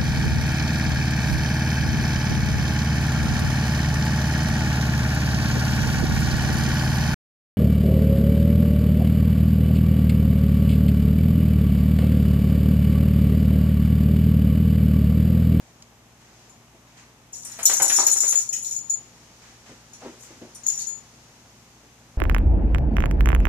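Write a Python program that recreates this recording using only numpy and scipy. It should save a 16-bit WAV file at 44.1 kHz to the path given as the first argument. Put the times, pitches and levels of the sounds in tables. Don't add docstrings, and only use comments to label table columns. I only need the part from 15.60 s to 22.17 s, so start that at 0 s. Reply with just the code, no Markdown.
import sys
import numpy as np
from scipy import signal
from scipy.fft import rfft, irfft, next_fast_len
from scipy.io import wavfile

SR = 44100
rng = np.random.default_rng(int(sys.argv[2]) if len(sys.argv) > 2 else 0)


def to_wav(s):
    ch = np.atleast_2d(s).T
    pcm = np.round(np.clip(ch, -1, 1) * 32767)
    wavfile.write(sys.argv[1], SR, pcm.astype(np.int16))


N = 289858
TIME = np.arange(N) / SR
LIFE = SR // 2
AGE = np.arange(LIFE) / SR

# frequency_hz, correlation
MIC_LIKENESS = [(30, .7), (120, .95), (500, .92), (1000, .65), (2000, .15), (5000, .05)]
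# frequency_hz, left_minus_right_db
MIC_BALANCE = [(300, 1), (1000, -0.5), (4500, 0), (5800, -4.5), (6350, 7), (6900, 8.5), (8000, 8.5),
               (10500, 8), (12500, 19), (14000, 32)]
# frequency_hz, t60_s
ROOM_DECAY = [(200, 0.26), (1500, 0.43), (7000, 0.24), (14000, 0.13)]
# frequency_hz, gain_db
AIR_SPECTRUM = [(20, -24), (45, -5.5), (85, -1.5), (160, 2), (310, -2), (520, -6.5), (820, -4), (1400, -10),
                (2600, -11), (4500, -16.5), (6600, -12), (9000, -21.5), (14500, -23.5)]
# frequency_hz, gain_db
HISS_SPECTRUM = [(1000, -7), (3500, -9.5), (5000, -6), (6600, -2.5), (8000, -13), (14000, -26.5)]
# time_s, level_db
HISS_LEVELS = [(0.05, -61), (0.5, -72), (0.8, -56), (1.05, -66.5), (1.45, -67), (1.65, -71), (3.6, -54.5),
               (3.85, -55), (4.25, -56), (4.6, -53), (5.6, -55.5), (6.55, -61)]
# start_s, length_s, level_db
RUSTLE_SPELLS = [(0.596, .1, -58.5), (0.824, 0.049, -64), (1.265, 0.1, -60.5), (1.367, 0.036, -52.5),
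                 (1.846, 0.35, -50), (3.812, 0.083, -53), (4.055, 0.06, -51.5), (4.399, 0.085, -51),
                 (4.626, 0.12, -56.5), (5.05, 0.16, -55)]
# frequency_hz, gain_db
RUSTLE_SPECTRUM = [(200, -21), (700, -1), (2000, 4.5), (3500, -2.5), (5000, -1.5), (6600, 2.5),
                   (8000, -5.5), (14000, -40)]
# multiple_of_motor_speed, level_db
MOTOR_HARMONICS = [(1, -66.5), (2, -62), (4, -66.5)]
# start_s, level_db, pitch_hz
FLOOR_BUMPS = [(1.14, -56.5, 428), (4.09, -50, 434), (4.414, -45.5, 635), (4.445, -38.5, 417),
               (4.485, -47.5, 387), (4.702, -48, 398), (4.812, -41, 338), (6.229, -55.5, 290)]
# multiple_of_pitch, gain_db
BUMP_SPECTRUM = [(.15, -24), (.45, -3.5), (1, 0.5), (1.5, -7.5), (3.5, -21.5), (10, -30), (25, -58)]
# start_s, level_db
DRY_TICKS = [(0.2225, -48)]
# frequency_hz, gain_db
TICK_SPECTRUM = [(500, -18), (2500, -7), (4000, -1), (6500, 6), (9000, -12), (14000, -32)]
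# start_s, thud_db, slap_db
EAR_FLAPS = [(1.987, -40, -37.5), (2.094, -35.5, -29), (2.198, -29, -30.5), (2.296, -42.5, -27),
             (2.384, -28, -43.5), (2.469, -41, -36.5), (2.557, -44.5, -41.5), (2.633, -41.5, -38.5),
             (2.724, -45.5, -37)]
# frequency_hz, gain_db
THUD_SPECTRUM = [(100, -33), (230, -20.5), (330, -6.5), (440, 0), (570, -5), (780, -0.5), (1050, -4.5),
                 (1400, -9), (2500, -17), (6000, -71)]
# frequency_hz, gain_db
SLAP_SPECTRUM = [(300, -10), (900, -12), (1400, 0), (2200, -1.5), (3500, -5.5), (6000, -6.5), (14000, -17)]
# pitch_hz, gain_db
TAG_MODES = [(4500, -37), (6897, -11.5), (6925, -3.5), (10035, -30.5)]
# pitch_hz, width_hz, gain_db
CLASH_PEAKS = [(7000, 600, 7), (7600, 1200, 0), (8700, 1900, -3), (10050, 220, -7), (10630, 460, -1),
               (12120, 260, -9), (12660, 190, -6), (13950, 520, -7.5)]
# pitch_hz, width_hz, gain_db
CLANK_PEAKS = [(3000, 2600, -28), (4450, 1700, -16), (5850, 480, 0), (6350, 750, -0.5)]
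# start_s, length_s, clash_db, clank_over_clash_db, ring_over_clash_db
CHATTER_SPELLS = [(1.72, 0.46, -49.5, 1, -13), (2.073, 0.71, -32.5, -0.5, 1), (2.936, 0.2, -42, 0, 5),
                  (4.585, 0.045, -51.5, -2, -14), (5.056, .17, -45.5, 6, 7)]
# start_s, ring_db, clash_db, clank_db, ring_t60_s
TAG_BLOWS = [(0.894, -55, -55, -66, 0.13), (1.732, -38, -51, -42.5, 0.022), (1.822, -44.5, -57, -63, .04),
             (1.848, -51, -36.5, -41.5, .05), (1.917, -42, -45, -43, 0.044), (2.029, -27, -32.5, -32, .035),
             (2.054, -14, -17, -16.5, 0.017), (2.131, -32, -26.5, -24.5, .05),
             (2.220, -18, -18.5, -29, 0.045), (2.279, -24, -26, -24, 0.098),
             (2.328, -21, -22.5, -34, 0.056), (2.36, -18, -24, -20.5, .05),
             (2.393, -21.5, -30.5, -23, 0.038), (2.465, -13, -24.5, -22, 0.066),
             (2.515, -16, -24.5, -33, .009), (2.604, -16, -22, -30, 0.066), (2.679, -21, -28, -22, 0.042),
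             (2.705, -20.5, -30.5, -28, 0.025), (2.756, -18.5, -45, -44.5, 0.11),
             (2.774, -18.5, -51, -47, .1), (2.890, -25, -43, -44, 0.047), (2.927, -26, -33, -26.5, 0.072),
             (3.046, -34, -43, -38, .07), (3.11, -27.5, -63, -56, 0.11), (3.163, -24.5, -38, -51, 0.12),
             (3.297, -23.5, -38, -49, 0.062), (3.305, -20.5, -42, -41, 0.14), (4.333, -47.5, -53, -48, .06),
             (4.947, -52, -43.5, -45, .06), (5.034, -42.5, -61, -44, 0.12),
             (5.066, -22, -40.5, -34.5, 0.0096), (5.086, -21.5, -47, -40, 0.018),
             (5.101, -27, -46, -50, .012), (5.191, -42, -42, -30, .06), (5.269, -30, -48, -58, 0.23)]


def amp(db):
    return 10 ** (np.asarray(db) / 20)


def unit(x):
    return x / np.sqrt(np.mean(x ** 2) + 1e-20)


def at_level(sound, db):
    return amp(db) * sound / np.sqrt(np.mean(sound[:, AGE < .018] ** 2) + 1e-20)


def along(points, hz):
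    frequencies, values = np.transpose(points)
    return np.interp(np.log(hz + 1), np.log(frequencies + 1), values)


def filtered(x, response):
    size = x.shape[-1]
    padded = next_fast_len(size + 4096, True)
    return irfft(rfft(x, padded) * response(np.fft.rfftfreq(padded, 1 / SR)), padded)[..., :size]


def colour(x, spectrum):
    return filtered(x, lambda hz: amp(along(spectrum, hz)))


def resonate(x, peaks):
    band = lambda hz, pitch, width: 1j * hz * width / (pitch ** 2 - hz ** 2 + 1j * hz * width)
    return filtered(x, lambda hz: sum(amp(db) * band(hz, pitch, width) ** 2
                                      for pitch, width, db in peaks))


def add(track, start_s, sound):
    span = track[:, round(start_s * SR):][:, :sound.shape[1]]
    span += sound[:, :span.shape[1]]


def spell(start_s, length_s, attack_s, release_db_per_s, sag_db_per_s=0):
    age = np.maximum(TIME - start_s, 0)
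    fall_db = sag_db_per_s * age + release_db_per_s * np.maximum(age - length_s, 0)
    return np.minimum(age / attack_s, 1) * amp(-fall_db)


def diffuse(size):
    angle = lambda hz: np.arccos(along(MIC_LIKENESS, hz)) / 2
    noise = rng.standard_normal((2, size))
    mid, side = filtered(noise, lambda hz: np.array([np.cos(angle(hz)), np.sin(angle(hz))]))
    return np.array([mid + side, mid - side])


def in_room(sound, wet_db):
    hz, age, spectra = signal.stft(diffuse(LIFE), SR, nperseg=256)
    decay = amp(-60 * age / along(ROOM_DECAY, hz)[:, None])
    tail = signal.istft(spectra * decay, SR, nperseg=256)[1][:, :LIFE]
    path = amp(wet_db) * tail / np.linalg.norm(tail[0])
    path[:, 0] += 1
    return signal.fftconvolve(sound[None], path, axes=1)[:, :len(sound)]


def room_tone(air_db):
    air = amp(air_db) * unit(colour(diffuse(N), AIR_SPECTRUM))
    hiss_db = np.interp(TIME, *np.transpose(HISS_LEVELS))
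    hiss = amp(hiss_db) * unit(colour(diffuse(N), HISS_SPECTRUM))
    swells = sum(amp(db) * spell(start_s, length_s, attack_s=0.009, release_db_per_s=118)
                 for start_s, length_s, db in RUSTLE_SPELLS)
    rustle = swells * unit(colour(diffuse(N), RUSTLE_SPECTRUM))
    return air + hiss + rustle


def motor_hum(speed_hz):
    return sum(amp(db) * np.sqrt(2) * np.sin(2 * np.pi * (multiple * speed_hz * TIME + rng.random()))
               for multiple, db in MOTOR_HARMONICS)


def pat(spectrum, rise_s, t60_s, wet_db):
    envelope = (1 - np.exp(-AGE / rise_s)) * amp(-60 * AGE / t60_s)
    return in_room(colour(rng.standard_normal(LIFE), spectrum) * envelope, wet_db)


def bumps_and_tick():
    out = np.zeros((2, N))
    for start_s, db, pitch_hz in FLOOR_BUMPS:
        spectrum = [(pitch_hz * multiple, gain_db) for multiple, gain_db in BUMP_SPECTRUM]
        add(out, start_s, at_level(pat(spectrum, rise_s=0.024, t60_s=0.11, wet_db=-5.5), db))
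    for start_s, db in DRY_TICKS:
        add(out, start_s, at_level(pat(TICK_SPECTRUM, rise_s=.001, t60_s=.016, wet_db=-10), db))
    return out


def ear_flaps():
    out = np.zeros((2, N))
    for start_s, thud_db, slap_db in EAR_FLAPS:
        for delay_s, ear_db in [(0, 0), (.015, -6)]:
            thud = pat(THUD_SPECTRUM, rise_s=0.0033, t60_s=0.034, wet_db=1)
            slap = pat(SLAP_SPECTRUM, rise_s=0.022, t60_s=0.04, wet_db=-1)
            flap = at_level(thud, thud_db) + at_level(slap, slap_db)
            add(out, start_s + delay_s, amp(ear_db) * flap)
    return out


def tinkle(peaks, touches_per_s=150, scatter_db=14.5):
    touches = lambda: (rng.random(N) < touches_per_s / SR) * amp(scatter_db * rng.uniform(-1.14, 1, N))
    return unit(sum(resonate(touches(), [peak]) for peak in peaks))


def tag_chatter(slack_db=3, slack_s=0.011):
    clash, clank = tinkle(CLASH_PEAKS), tinkle(CLANK_PEAKS)
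    ring = tinkle([(TAG_MODES[2][0], 160, 0)])
    metal = np.zeros(N)
    for start_s, length_s, db, clank_db, ring_db in CHATTER_SPELLS:
        envelope = spell(start_s, length_s, attack_s=0.0081, release_db_per_s=191, sag_db_per_s=1)
        metal += amp(db) * envelope * (clash + amp(clank_db) * clank + amp(ring_db) * ring)
    turning = sum(np.exp(-((TIME - turn_s) / slack_s) ** 2) for turn_s, _, _ in EAR_FLAPS)
    return in_room(amp(-slack_db * turning) * metal, wet_db=0)


def tag_ring(t60_s, detune_hz=6, rise_s=0.0008):
    modes = sum(amp(db) * np.sin(2 * np.pi * (hz + rng.normal(0, detune_hz)) * AGE)
                for hz, db in TAG_MODES)
    envelope = (1 - np.exp(-AGE / rise_s)) * amp(-60 * AGE / t60_s)
    return in_room(modes * envelope, wet_db=0.5)


def rebounds(gap_s, loss_db, count=4):
    force = np.zeros(LIFE)
    delays_s = np.cumsum(gap_s * rng.uniform(0.27, 1.7, count))
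    force[(delays_s * SR).astype(int)] = amp(-loss_db * np.arange(1, count + 1))
    force[0] = 1
    return force


def scrape(rise_s, t60_s):
    return rng.standard_normal(LIFE) * (1 - np.exp(-AGE / rise_s)) ** 2 * amp(-60 * AGE / t60_s)


def struck(force, peaks, spread_db):
    favoured = [(hz, width, db + spread_db * rng.standard_normal()) for hz, width, db in peaks]
    return resonate(force, favoured)


def tag_blows(swing_back_s=.02, swing_loss_db=12, bite_db=-9):
    out = np.zeros((2, N))
    for start_s, ring_db, clash_db, clank_db, t60_s in TAG_BLOWS:
        add(out, start_s, at_level(tag_ring(t60_s), ring_db))
        again_s = start_s + swing_back_s * np.exp(rng.normal(0, .15))
        add(out, again_s, at_level(tag_ring(t60_s), ring_db - swing_loss_db))
        bite = in_room(scrape(rise_s=0.00049, t60_s=0.0065), wet_db=-3)
        add(out, start_s, at_level(resonate(bite, CLASH_PEAKS), clash_db + bite_db))
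        bounces = rebounds(gap_s=0.0054, loss_db=6)
        force = signal.fftconvolve(bounces, scrape(rise_s=0.002, t60_s=0.016))[:LIFE]
        knocks = in_room(force, wet_db=12)
        add(out, start_s, at_level(struck(knocks, CLASH_PEAKS, spread_db=9), clash_db))
        add(out, start_s, at_level(struck(knocks, CLANK_PEAKS, spread_db=6.5), clank_db))
    return out


def lean_left(hz):
    ratio = amp(along(MIC_BALANCE, hz))
    return 2 * np.array([ratio, np.ones_like(ratio)]) / (1 + ratio)


def scene():
    dog = filtered(tag_blows() + tag_chatter() + ear_flaps(), lean_left)
    background = bumps_and_tick() + room_tone(air_db=-54.5) + motor_hum(speed_hz=58.7)
    return dog + background * amp([[.5], [-.5]])


def record(dry):
    top_hz, lag_s = 14300, np.array([[4], [0]]) / SR
    return filtered(np.clip(dry, -1, 1), lambda hz: (hz < top_hz) * np.exp(-2j * np.pi * hz * lag_s))


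dry = scene()
out = record(dry)
to_wav(out)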